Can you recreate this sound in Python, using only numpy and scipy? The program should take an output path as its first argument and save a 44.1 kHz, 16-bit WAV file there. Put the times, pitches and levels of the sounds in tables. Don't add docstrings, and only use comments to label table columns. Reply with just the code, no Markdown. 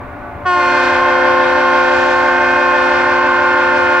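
import sys
import numpy as np
from scipy import signal
from scipy.fft import rfft, irfft, next_fast_len
from scipy.io import wavfile
from scipy.ndimage import uniform_filter1d, minimum_filter1d, map_coordinates

SR = 44100
rng = np.random.default_rng(int(sys.argv[2]) if len(sys.argv) > 2 else 0)


def file_out(sig):
    cols = np.atleast_2d(sig).T
    lim = np.clip(cols, -1, 1)
    pcm = np.round(lim * 32767).astype(np.int16)
    wavfile.write(sys.argv[1], SR, pcm)


N = 176400

HORNS = {"low": (.54, 258.85, 0.02497, 0.05984, 0.12), "second": (.5, 292.55, 0.03498, 0.0598, 0.044),
         "third": (.485, 298.55, .035, .06, .07), "high": (.449, 355.75, .04, .045, .011)}
HARMONICS_DB = { "low": [-29, -21.5, -30, -27, -37.5, -23.5, -35, -39.5, -56.5, -42.5, -60, -59], "second":
                [-38.5, -32, -31.5, -34, -34.5, -40, -44.5, -54.5, -49, -54, -60], "third": [-38, -32,
                -24.5, -37.5, -28, -39.5, -34.5, -40, -51, -48.5, -60, -55.5, -53.5, -60.5, -63.5, -62.5,
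                -69.5, -65.5], "high": [-24.5, -27.5, -21.5, -23, -30, -31, -32, -43, -43.5, -49.5, -54,
                -48, -50.5, -57.5, -53.5, -54.5, -58, -68, -57.5, -65, -70, -63, -66.5, -73]}
PARTIAL_LEVELS = {("high", 2): [(.6, 4.5), (1.0, 1), (2.4, 0), (3.55, -6), (3.9, 0)],
                  ("high", 3): [(.47, 2.5), (.56, 5.5), (.7, 4), (.9, -5), (1.05, 7), (1.2, -2), (1.37, 7),
                  (1.5, -5), (1.7, 6.5), (1.95, -2.5), (2.2, 5), (2.45, -3.5), (2.7, 2.5), (2.95, -4.5),
                  (3.2, 0.5), (3.9, -3)], ("high", 4): [(.6, 1), (2.1, -1), (3.1, 0), (3.7, 3.5)],
                  ("high", 6): [(.48, -8.5), (.7, 0), (1.8, -1.5), (3.9, 2)], ("high", 1): [(.47, -5.5),
                  (.56, 0.5), (3.9, 0)], ("low", 3): [(.7, -8), (.95, 0.5), (2.0, 1.5), (3.5, -2),
                  (3.7, -6.5)], ("high", 7): [(.48, -2), (.65, 2.5), (1.2, -4), (2.9, 2), (3.3, -3),
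                  (3.8, 3)], ("high", 8): [(.5, 8), (.8, -0.5), (1.1, -7), (2.0, -1), (3.9, 7)],
                  ("high", 12): [(.5, -4.5), (.7, 1), (3.9, 0.5)], ("low", 6): [(.64, -13), (.75, 1.5),
                  (1.6, -1), (2.3, 1.5), (3.0, 1), (3.9, -1.5)], ("low", 1): [(.7, 1), (1.3, 0), (2.8, 1),
                  (3.9, -2)], ("low", 2): [(.7, -3), (1.2, 2.5), (1.95, 2), (2.3, -2), (3.9, -2)],
                  ("low", 4): [(1.2, 4), (1.9, 1), (2.15, -7.5), (2.6, 0), (3.2, 3.5), (3.9, 1)],
                  ("third", 7): [(.7, 4), (2.6, -3), (3.0, -22), (3.9, -8)]}
# multiples of (low, second, third), level/dB
SUM_TONES = [((1, 1, 0), -36.5), ((2, 1, 0), -43), ((2, 0, 1), -40), ((0, 2, 1), -37.5), ((0, -1, 4),
             -38.5), ((3, 1, 0), -37), ((3, 0, 1), -29.5), ((1, 2, 1), -40.5), ((2, 0, 2), -45), ((1, 0, 3),
             -42.5), ((0, 1, 3), -46), ((4, 0, 1), -38.5), ((0, 1, 4), -42.5), ((5, 1, 0), -30), ((5, 0, 1),
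             -34.5), ((0, 1, 5), -43), ((6, 1, 0), -43.5), ((6, 0, 1), -38), ((0, 1, 6), -38)]
# f/Hz, level/dB
ECHO_TONES = [(258.4, -47), (293, -48), (355, -47.5), (586.8, -42), (697.5, -42.5), (753.7, -47.5),
              (861, -47.5), (1044, -45), (1147, -46), (1437, -53), (1497, -47.5), (2094, -58.5)]
# f/Hz, relative level/dB
RUMBLE_SHAPE = [(10, -41), (31, -22), (48, -7.5), (65, -7.5), (86, 2), (102, -6), (125, -7.5), (180, -11),
                (300, -19.5), (600, -57.5)]
WASH_SHAPE = [(150, -4), (300, -3.5), (450, -3.5), (800, -3), (1100, -1.5), (1600, -7.5), (2400, -14.5),
              (3200, -30.5), (5000, -40), (8000, -47.5), (15000, -42.5)]
ROAR_SHAPE = [(150, -41), (260, -6), (430, -11), (560, 3), (660, -11), (900, -4), (1120, -5), (1300, -8.5),
              (1520, -2), (1950, -5), (2250, -14.5), (2600, -8), (3100, -13.5), (3800, -19.5),
              (5400, -19.5), (6800, -30), (8400, -29.5), (8800, -43), (9600, -45.5), (11000, -58),
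              (15000, -54.5)]
CLASH_SHAPE = [(300, -26.5), (600, -7.5), (1100, -3), (1550, 4), (1900, -6.5), (2250, 3.5), (2600, -6.5),
               (3500, -14.5), (5300, -8.5), (7000, -16.5), (8500, -11), (9300, -32)]
# t/s, level/dB
TREBLE_CONTOUR = [(0.5, -35), (0.87, -34.5), (1.02, -37.5), (1.39, -38), (2.02, -35.5), (2.39, -39),
                  (2.85, -37), (3.26, -39.5), (3.95, -38.5)]
# f/Hz, coherence/1
COHERENCE = [(60, 1), (1000, 0.75), (2000, 0.6), (4000, 0.49), (8000, 0.21), (14000, .2)]
# f/Hz, left minus right/dB
BALANCE = [(60, 4.5), (75, 2.5), (93, -1), (120, 6.5), (140, 1), (180, 8), (220, -4), (270, 2.5),
           (340, 5.5), (420, -0.5), (530, 3.5), (660, 4), (820, -3), (1010, 0), (1260, 1), (1560, -5),
           (1940, 2.5), (2420, -0.5), (3000, 3), (3730, 12), (4640, 2.5), (5770, -0.5), (7170, 1.5),
           (8910, -0.5)]

T_S = np.arange(N) / SR


def amp(db):
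    return 10 ** (np.asarray(db) / 20)


def log_interp(points, hz):
    f_hz, values = np.transpose(points)
    return np.interp(np.log(hz + 1), np.log(f_hz + 1), values)


def rise(start_s, tau_s):
    return 1 - np.exp(-np.maximum(T_S - start_s, 0) / tau_s)


def wobble(knots_per_s):
    grid_s = np.linspace(0, N / SR, 600)
    knots = rng.standard_normal(256)
    return np.interp(T_S, grid_s, map_coordinates(knots, [grid_s * knots_per_s], mode="mirror"))


def filtered(x, response):
    size = next_fast_len(N + SR // 2)
    return irfft(rfft(x, size) * response(np.fft.rfftfreq(size, 1 / SR)), size)[..., :N]


def diffuse(pair, shape):
    def mid_side_gains(hz):
        angle_rad = np.arccos(np.clip(log_interp(COHERENCE, hz), -1, 1)) / 2
        return amp(log_interp(shape, hz)) * [np.cos(angle_rad), np.sin(angle_rad)]
    mid, side = filtered(pair, mid_side_gains)
    stereo = np.array([mid + side, mid - side])
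    return stereo / np.sqrt(np.mean(stereo ** 2) + 1e-20)


def noise(shape):
    return diffuse(rng.standard_normal((2, N)), shape)


def engine_rumble(level_db=-40):
    return amp(level_db) * noise(RUMBLE_SHAPE)


def air_wash(level_db=-36):
    return amp(level_db) * noise(WASH_SHAPE)


def far_echo(knots_per_s=12):
    out = np.zeros(N)
    for hz, db in ECHO_TONES:
        blur = wobble(knots_per_s) + 1j * wobble(knots_per_s)
        out += amp(db) * (blur * np.exp(2j * np.pi * hz * T_S)).real
    return out


def air_roar(level_db=-31.5):
    return amp(level_db) * rise(start_s=.447, tau_s=.07) * noise(ROAR_SHAPE)


def diaphragm(start_s, hz, sharpness, settle_s, attack_s):
    age_s = np.maximum(T_S - start_s, 0)
    lead_s = sharpness * settle_s * rise(start_s, settle_s)
    return 2 * np.pi * hz * (age_s + lead_s), rise(start_s, attack_s)


def partial_in_air(phase, hz, db):
    khz = hz / 1000
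    depth = min(khz ** .51, 1.5)
    lag_rad = 3 * khz ** 2
    flutter_db = 1.1 * depth * wobble(3.995)
    flutter_rad = .25 * depth * wobble(9)
    side_rad = .43 * depth * wobble(1.486) / 2
    phase = phase - lag_rad + flutter_rad
    stereo_phase = np.array([phase + side_rad, phase - side_rad], np.float32)
    return np.sqrt(2) * amp(db + flutter_db) * np.sin(stereo_phase)


def horns(diaphragms, harmonic_delay_s=.0005):
    out = np.zeros((2, N))
    for name, (phase, _) in diaphragms.items():
        start_s, hz, *_, attack_s = HORNS[name]
        for k, db in enumerate(HARMONICS_DB[name], 1):
            curve = PARTIAL_LEVELS.get((name, k))
            gain_db = np.interp(T_S, *np.transpose(curve)) if curve else 0
            envelope = rise(start_s + k * harmonic_delay_s, attack_s)
            out += envelope * partial_in_air(k * phase, k * hz, db + gain_db)
    return out


def sum_tones(diaphragms):
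    names = ["low", "second", "third"]
    phases, envelopes = np.transpose([diaphragms[name] for name in names], (1, 0, 2))
    pitches_hz = [HORNS[name][1] for name in names]
    out = np.zeros((2, N))
    for multiples, db in SUM_TONES:
        k = np.array(multiples)
        envelope = envelopes[k != 0].prod(0)
        out += envelope * partial_in_air(k @ phases, k @ pitches_hz, db)
    return out


def wavefront(phase, envelope):
    phase = phase + .055 * wobble(8)
    return envelope * sum(np.exp(1j * (k * phase).astype(np.float32)) / k for k in range(1, 22))


def clash(diaphragms, cluster_db=-26, grit_db=-28, beating_pair_db=6.5):
    low, second, third, high = [wavefront(*motion) for motion in diaphragms.values()]
    pairs = (low * (second + third) + amp(beating_pair_db) * second * third).real
    triples = np.gradient(low.imag * third.imag * (second.imag + high.imag))
    clusters = amp(cluster_db) * diffuse(quay_reverb(pairs), CLASH_SHAPE)
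    grit = amp(grit_db) * diffuse(quay_reverb(triples), ROAR_SHAPE)
    return clusters + grit


def quay_reverb(x, t60_s=.61):
    tails = rng.standard_normal((2, SR)) * amp(-60 * T_S[:SR] / t60_s)
    return signal.fftconvolve(np.atleast_2d(x), tails / np.linalg.norm(tails[0]), axes=1)[:, :N]


def shimmer(x, corner_hz=2670, swing=1.14):
    times_s, db = np.transpose(TREBLE_CONTOUR)
    gain_db = swing * np.interp(T_S, times_s, db - db.mean())
    treble = filtered(x, lambda hz: 1 - 1 / (1 + (hz / corner_hz) ** 8))
    return x + treble * (amp(gain_db) - 1)


def scene(reverb_db=-12.5, left_lag_s=3.6e-5):
    diaphragms = {name: diaphragm(*row) for name, row in HORNS.items()}
    chord = horns(diaphragms) + sum_tones(diaphragms) + clash(diaphragms)
    blast = shimmer(chord + amp(reverb_db) * quay_reverb(chord) + air_roar())
    mix = blast + far_echo() + engine_rumble() + air_wash()
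    sides = np.array([[.5], [-.5]])

    def placement(hz):
        delay = np.exp(-2j * np.pi * hz * sides * left_lag_s)
        return amp(sides * log_interp(BALANCE, hz)) * delay
    return filtered(mix, placement)


def record(dry, knee_db=-11.5, slope=.73, max_lift_db=4, window_s=.04,
           ceiling=.93, hold_s=.004, cutoff_hz=15760):
    power = np.abs(uniform_filter1d(np.mean(dry ** 2, 0), int(window_s * SR)))
    level_db = 10 * np.log10(power + 1e-12)
    lifted = dry * amp(np.clip(slope * (knee_db - level_db), 0, max_lift_db))
    safe_gain = np.minimum(1, ceiling / (np.abs(lifted).max(0) + 1e-9))
    hold = int(hold_s * SR)
    limiter_gain = uniform_filter1d(minimum_filter1d(safe_gain, 2 * hold), hold)
    return filtered(lifted * limiter_gain, lambda hz: hz < cutoff_hz)


dry = scene()
out = record(dry)
file_out(out)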